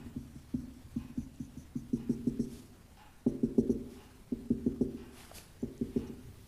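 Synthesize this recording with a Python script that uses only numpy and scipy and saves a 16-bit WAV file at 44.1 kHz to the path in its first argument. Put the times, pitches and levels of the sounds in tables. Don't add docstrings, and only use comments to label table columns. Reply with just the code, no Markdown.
import sys
import numpy as np
from scipy import signal
from scipy.io import wavfile
from scipy.ndimage import uniform_filter1d

SR = 44100
rng = np.random.default_rng(int(sys.argv[2]) if len(sys.argv) > 2 else 0)


def boost_factor(decibels):
    exponent = np.asarray(decibels, float) / 20
    return 10 ** exponent


def generate_wav(signal):
    frames = np.transpose(np.atleast_2d(signal))
    scaled = np.clip(frames, -1, 1) * 32767
    pcm = np.round(scaled).astype(np.int16)
    wavfile.write(sys.argv[1], SR, pcm)


N = 285327
LEAD = SR // 4


def evened(x):
    return x / np.sqrt(np.mean(x ** 2) + 1e-20)


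def read(points, hz):
    f, value = np.transpose(points)
    return np.interp(np.log(hz + 1), np.log(f + 1), value)


def add(mix, s, sound):
    part = mix[LEAD + round(s * SR):][:len(sound)]
    part += sound[:len(part)]


def resonate(x, modes):
    out = 0
    for k, (hz, width, db) in enumerate(modes):
        b, a = signal.iirpeak(hz, hz / width, SR)
        twice = signal.lfilter(b, a, signal.lfilter(b, a, x))
        out = out + (-1) ** k * boost_factor(db) * twice
    return out


def noise(spectrum, patchy_db, flicker_db):
    frames, hz = (N + LEAD) // 256 + 5, np.fft.rfftfreq(1024, 1 / SR)
    a, b, patches = rng.standard_normal((frames, 513, 3)).T
    patches = uniform_filter1d(patches, size=12, axis=0)
    patches = evened(uniform_filter1d(patches, size=14, axis=1))
    flicker = evened(uniform_filter1d(rng.standard_normal(frames), size=3))
    level_db = read(spectrum, hz)[:, None] + patchy_db * patches + flicker_db * flicker
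    z = (a + 1j * b) * boost_factor(level_db)
    return evened(signal.istft(z, nperseg=1024, noverlap=768)[1][:N + LEAD])


def shares(s, db, upper_db, hard_db, lift_db):
    # (start [s], sway [dB], low mode [dB])
    strips = [
        (-1, 1, 2),
        (1.7, -13, 2.5),
        (3.5, -5.5, -0.2),
        (3.65, -4, -6),
        (4.2, -6, -7.5),
        (4.5, -1.5, 1),
    ]
    over = db + 25
    sway_db, low_db = [row[1:] for row in strips if row[0] <= s][-1]
    deep_db = -23.5 - 0.35 * over
    low_db = -16.5 - 0.47 * over + low_db + lift_db
    middle_db = 0.38 * upper_db
    return [0, deep_db, deep_db + sway_db, low_db, middle_db, upper_db, hard_db]


def board():
    # (time [s], blow [dB], upper modes [dB], hardness [dB]); near the frame upper modes wake
    dabs = [(0.164, -32.5, -19.5, -38), (0.358, -43.5, -35, -31), (0.543, -26, -27.5, -29.5),
            (0.964, -28, -44, -34), (1.178, -28.5, -53, -40), (1.402, -33, -58, -39),
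            (1.571, -39.5, -41, -36), (1.758, -29.5, -29, -41), (1.934, -23.5, -13.5, -49),
            (2.097, -23, -11, -38), (2.272, -22.5, -12, -32), (2.396, -26, -8.5, -33),
            (3.266, -20.5, -7.5, -21), (3.434, -22, -7.5, -30.5), (3.583, -18.5, -3.5, -24.5),
            (3.697, -22, -3.5, -29), (4.323, -26.5, -10.5, -27), (4.506, -21.5, -10, -33),
            (4.665, -22.5, -6.5, -30), (4.812, -22, -4, -23), (5.63, -29, -5.5, -21.5),
            (5.814, -26.5, -7, -34), (5.963, -24.5, -3.5, -26.5)]
    earlier_dab = (-.05, -31, -14, -30)
    # (time [s], blow [dB], upper modes [dB])
    lifts = [
        (0.062, -41, -18),
        (0.636, -43, -30),
        (0.678, -45.5, -34),
        (0.767, -52.5, -19),
        (1.055, -63, -25),
        (1.099, -45.5, -24),
        (3.753, -35, -3),
        (4.459, -51, -6.5),
        (4.948, -38.5, -24),
        (6.098, -36, -8),
    ]
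    # (pitch [Hz], level [dB], hold [s])
    panel = [
        [(209, -41, 0.0073), (245.2, 4, 0.024), (268.8, -6, 0.019)],
        [(39.2, 5.5, 0.075)],
        [(71.5, 5.5, 0.13)],
        [(141.7, 4.5, 0.033)],
        [(329.2, -8.5, 0.031)],
        [(397.8, 7, 0.014), (466, -8.5, 0.01)],
        [(589, 8.5, 0.011), (670, -4, 0.0069), (803, 0, 0.011), (1053, -7, 0.0065)],
    ]
    # (pitch [Hz], level [dB], time to fall 60 dB [s])
    frame = [
        [(234.55, -14.5, 0.49), (255.3, -28.5, 1), (221, -33, 0.39)],
        [(57, -7, 0.57)],
        [(77.7, 6, 0.76)],
        [(134.05, -2, 0.45), (118, -13, 0.14)],
        [(339, -21, 0.69)],
        [(386, -17, 0.71), (456.1, -14.5, 0.27)],
        [(570, -14, 0.98), (510, -16.5, 0.4), (629.5, -7.5, 0.19)],
    ]
    facing = [1, 1, 1, 1, -1, -1, -1]
    build_s = [0.0035, 0.017, 0.0036, 0.0028, 0.0075, 0.0036, 0.0022]
    lift_hard_db, lift_low_db = -31.5, -18

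    blows = [(*row, 0) for row in [earlier_dab, *dabs]]
    blows += [(*row, lift_hard_db, lift_low_db) for row in lifts]
    detune = 1 + .01 * rng.standard_normal((len(blows), len(panel)))
    out, t = np.zeros(N + LEAD), np.arange(SR // 2) / SR
    rings = []
    for group in frame:
        ring = 0
        for hz, db, t60 in group:
            fade = boost_factor(db - 60 * t / t60) * (1 - np.exp(-t / 0.0046))
            ring = ring + fade * np.sin(2 * np.pi * hz * t)
        rings.append(ring)

    t = t[:SR // 10]
    for (s, db, *touch_db), shift in zip(blows, detune):
        groups = zip(panel, rings, facing, shares(s, db, *touch_db), shift, build_s)
        for group, ring, sign, group_db, d, build in groups:
            swell = 1 - np.exp(-(t / build) ** 1.5)
            for hz, level_db, hold in group:
                drop = np.exp(-(t / hold) ** 2.8)
                mode = swell * drop * np.sin(2 * np.pi * hz * d * t)
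                add(out, s - .003, sign * boost_factor(db - 4.0 + group_db + level_db) * mode)
            add(out, s - .003, sign * boost_factor(db + group_db) * ring)
    return out


def drag():
    # (time [s], level [dB], barrel pitch [Hz], length [s])
    drags = [(0.173, -64, 5830, 0.096), (0.343, -64.5, 5450, 0.093), (0.54, -64, 5700, 0.12),
             (0.72, -66, 5570, 0.088), (0.9632, -61, 6160, 0.045), (1.174, -58, 6100, 0.088),
             (1.396, -58, 6130, 0.08), (1.572, -57, 6040, 0.072), (1.76, -58, 6160, 0.05),
             (1.932, -55, 5840, 0.053), (2.096, -53.5, 5700, 0.056), (2.27, -54.5, 5600, 0.032),
             (2.396, -50.5, 5700, 0.063), (3.274, -56, 5750, 0.036), (3.431, -59.5, 5600, 0.039),
             (3.58, -52, 5700, 0.035), (3.7, -50, 5960, 0.033), (4.66, -62, 6100, 0.037),
             (4.811, -57, 5700, 0.037), (5.59, -62, 6060, 0.073), (5.9633, -57, 5500, 0.051),
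             (6.067, -55, 5650, 0.027)]
    # (share of the pitch, width [Hz], level [dB])
    barrel = [
        [(.75, 600, -4), (.99, 650, 6), (1.14, 805, -0.5)],
        [(1.4, 1110, 0)],
        [(1.73, 860, 14), (1.98, 1100, 6)],
    ]
    slack_hz = 5600

    out = np.zeros(N + LEAD)
    size = (len(drags), 6000)
    slips = rng.standard_normal(size) * boost_factor(2.5 * np.minimum(rng.exponential(1, size), 4))
    for (s, db, hz, length), slip in zip(drags, slips):
        shade_db = -10 * (s > 5.9)
        middle_db = -3 - 11 * 10 * (hz / slack_hz - 1) + shade_db
        band_db = [0, middle_db, -5 + shade_db]
        u = np.linspace(0, 1, int(np.clip(length * SR, 50, len(slip))))
        landing = 0.25 * np.exp(-u / 0.018)
        stroke = np.minimum(u / 0.037, 1) * (np.sqrt(1 - u ** 4.2) + landing)
        marker = 0
        for level_db, band in zip(band_db, barrel):
            modes = [(hz * share, width, mode_db) for share, width, mode_db in band]
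            marker = marker + boost_factor(level_db) * evened(resonate(slip, modes))
        add(out, s, boost_factor(db - 10.5) * stroke * marker[:len(u)])
    return out


def snaps():
    # (time [s], peak [dB], pitch [Hz], length [cycles])
    creaks = [
        (1.36, -52, 7000, 15),
        (5.205, -43, 2310, 5.6),
        (5.249, -45, 1380, 3.3),
        (5.384, -37.5, 2580, 5.1),
        (5.779, -42, 6400, 5),
        (5.811, -53, 5800, 8.9),
        (2.445, -60, 11600, 10),
        (5.62, -53, 7240, 30),
    ]
    knuckle = [
        (5.3147, -35, 680, 4),
        (5.3146, -37, 1180, 3.5),
        (5.384, -42, 420, 2.5),
    ]
    out = np.zeros(N + LEAD)
    for s, db, hz, cycles in [*creaks, *knuckle]:
        turns = np.arange(round(3 * cycles / hz * SR)) * hz / SR
        fade = np.exp(-2.5 * turns / cycles) * np.minimum(3 * turns, 1)
        add(out, s, boost_factor(db) * np.sin(2 * np.pi * turns) * fade)
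    return out


def sleeve():
    # (peak time [s], level [dB], rise [s], fall [s], dull share [dB])
    swishes = [
        (2.54, -59, 0.083, 0.15, -8),
        (3.93, -67, 0.089, 0.24, 0.5),
        (5.2, -58.5, 0.097, .16, -0.5),
        (5.371, -52, 0.046, .04, -8),
        (5.419, -64.5, 0.08, 0.17, -5),
        (5.96, -75.5, 0.21, 0.14, 10.5),
    ]
    # (pitch [Hz], level per Hz [dB])
    cloth = [(1800, -11), (3200, -8.5), (4900, -2.5), (7000, -6), (9000, -6), (11300, -3.5), (13500, -15),
             (15400, -23)]
    fold_colour = [(250, -45), (600, 6.0), (1200, 2), (2200, -1.0), (3500, -1.0), (4500, -15)]
    fibre = noise(cloth, patchy_db=1.8, flicker_db=1.5)
    fold = noise(fold_colour, patchy_db=1.4, flicker_db=1.2)
    t, out = (np.arange(N + LEAD) - LEAD) / SR, 0
    for s, db, rise, fall, dull_db in swishes:
        away = np.where(t < s, (s - t) / rise, (t - s) / fall)
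        level = boost_factor(db - 16.5 * away ** 1.58)
        out = out + level * (fibre + boost_factor(dull_db) * fold)
    return out


def clock():
    tick_db = [-58, -57.5, -58.5, -55.5, -57, -54.5, -56.5]
    # (pitch [Hz], width [Hz], level [dB])
    case = [(802, 184, -0.5), (975, 220, -7), (1200, 380, -12.5), (1630, 650, -12.5), (2510, 170, -9.5),
            (2810, 290, -7.5), (3520, 4500, -21), (5700, 1200, -19)]
    steps, t = np.zeros(N + LEAD), np.arange(SR // 10) / SR
    rattle = rng.standard_normal((len(tick_db), len(t))) * np.exp(-t / 0.047)
    for k, db in enumerate(tick_db):
        add(steps, 0.97 + k - 1, boost_factor(db + 11.5) * rattle[k])
    return resonate(steps, case)


def room(x):
    # (pitch [Hz], time to fall 60 dB [s])
    echo_times = [(40, .6), (130, 0.79), (240, 0.86), (400, 1.015), (700, 0.44), (1500, 1.09), (4000, 0.29),
                  (10000, 0.13)]
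    taps = np.zeros((3, SR))
    at = np.arange(300, SR - 20, 20) + rng.integers(0, 20, (3, (SR - 301) // 20))
    np.put_along_axis(taps, at, rng.choice([-1., 1.], at.shape), axis=1)
    hz, t, z = signal.stft(taps, SR, nperseg=1024)
    fade = boost_factor(-60 * t / read(echo_times, hz)[:, None])
    tails = signal.istft(z * fade, SR, nperseg=1024)[1]
    tails *= np.clip((np.arange(tails.shape[1]) / SR - .008) / 0.01, 0, 1)
    tails = tails / np.linalg.norm(tails[0])
    phase = .9 * np.arange(len(x)) / SR + np.arange(3)[:, None] / 3
    turns = np.sqrt(2 / 3) * np.cos(np.pi * phase)
    return signal.fftconvolve(x * turns, tails, axes=1).sum(0)[:len(x)]


def air():
    # (time [s], level [dB])
    traffic = [(0.0, -57), (0.12, -55), (0.29, -60), (1.04, -54), (1.15, -69), (1.71, -60), (2.25, -52.5),
               (2.65, -57), (3.19, -62), (3.51, -61), (4.03, -56.5), (4.81, -58.5), (5.32, -59.5),
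               (5.91, -52.5), (6.16, -53), (6.47, -49)]
    # (pitch [Hz], level per Hz [dB])
    steady_colour = [(15, 27), (35, 23), (70, 19), (120, 7), (160, 19.5), (250, 12.5), (400, 6.5),
                     (700, 3.5), (1500, -1.5), (4000, -6), (7000, -9), (10500, -9), (13000, -12.5), (15400, -15.5)]
    rumble_colour = [(25, -18), (55, -21.0), (75, 10), (100, -12.0), (140, -13), (200, -41.5)]
    s, db = np.transpose(traffic)
    swell = boost_factor(np.interp((np.arange(N + LEAD) - LEAD) / SR, s, db) - 3)
    rumble = noise(rumble_colour, patchy_db=1.5, flicker_db=0.0)
    steady = noise(steady_colour, patchy_db=1.38, flicker_db=0.94)
    return boost_factor(-57.5) * steady + swell * rumble


def scene():
    thump, near, far = board(), drag() + snaps() + sleeve(), clock()
    echo = room(boost_factor(-16.0) * thump + boost_factor(-13) * near + boost_factor(2.0) * far)
    return (thump + near + boost_factor(0.5) * far + echo + air())[None, LEAD:]


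def band_limit(x):
    return signal.sosfilt(signal.butter(12, 15490, fs=SR, output="sos"), x)


def record(dry):
    edge = signal.firwin(511, 15450, window=("kaiser", 9), fs=SR)
    mix = signal.oaconvolve(dry, edge[None], "same")
    return band_limit(mix)


dry = scene()
out = record(dry)
generate_wav(out)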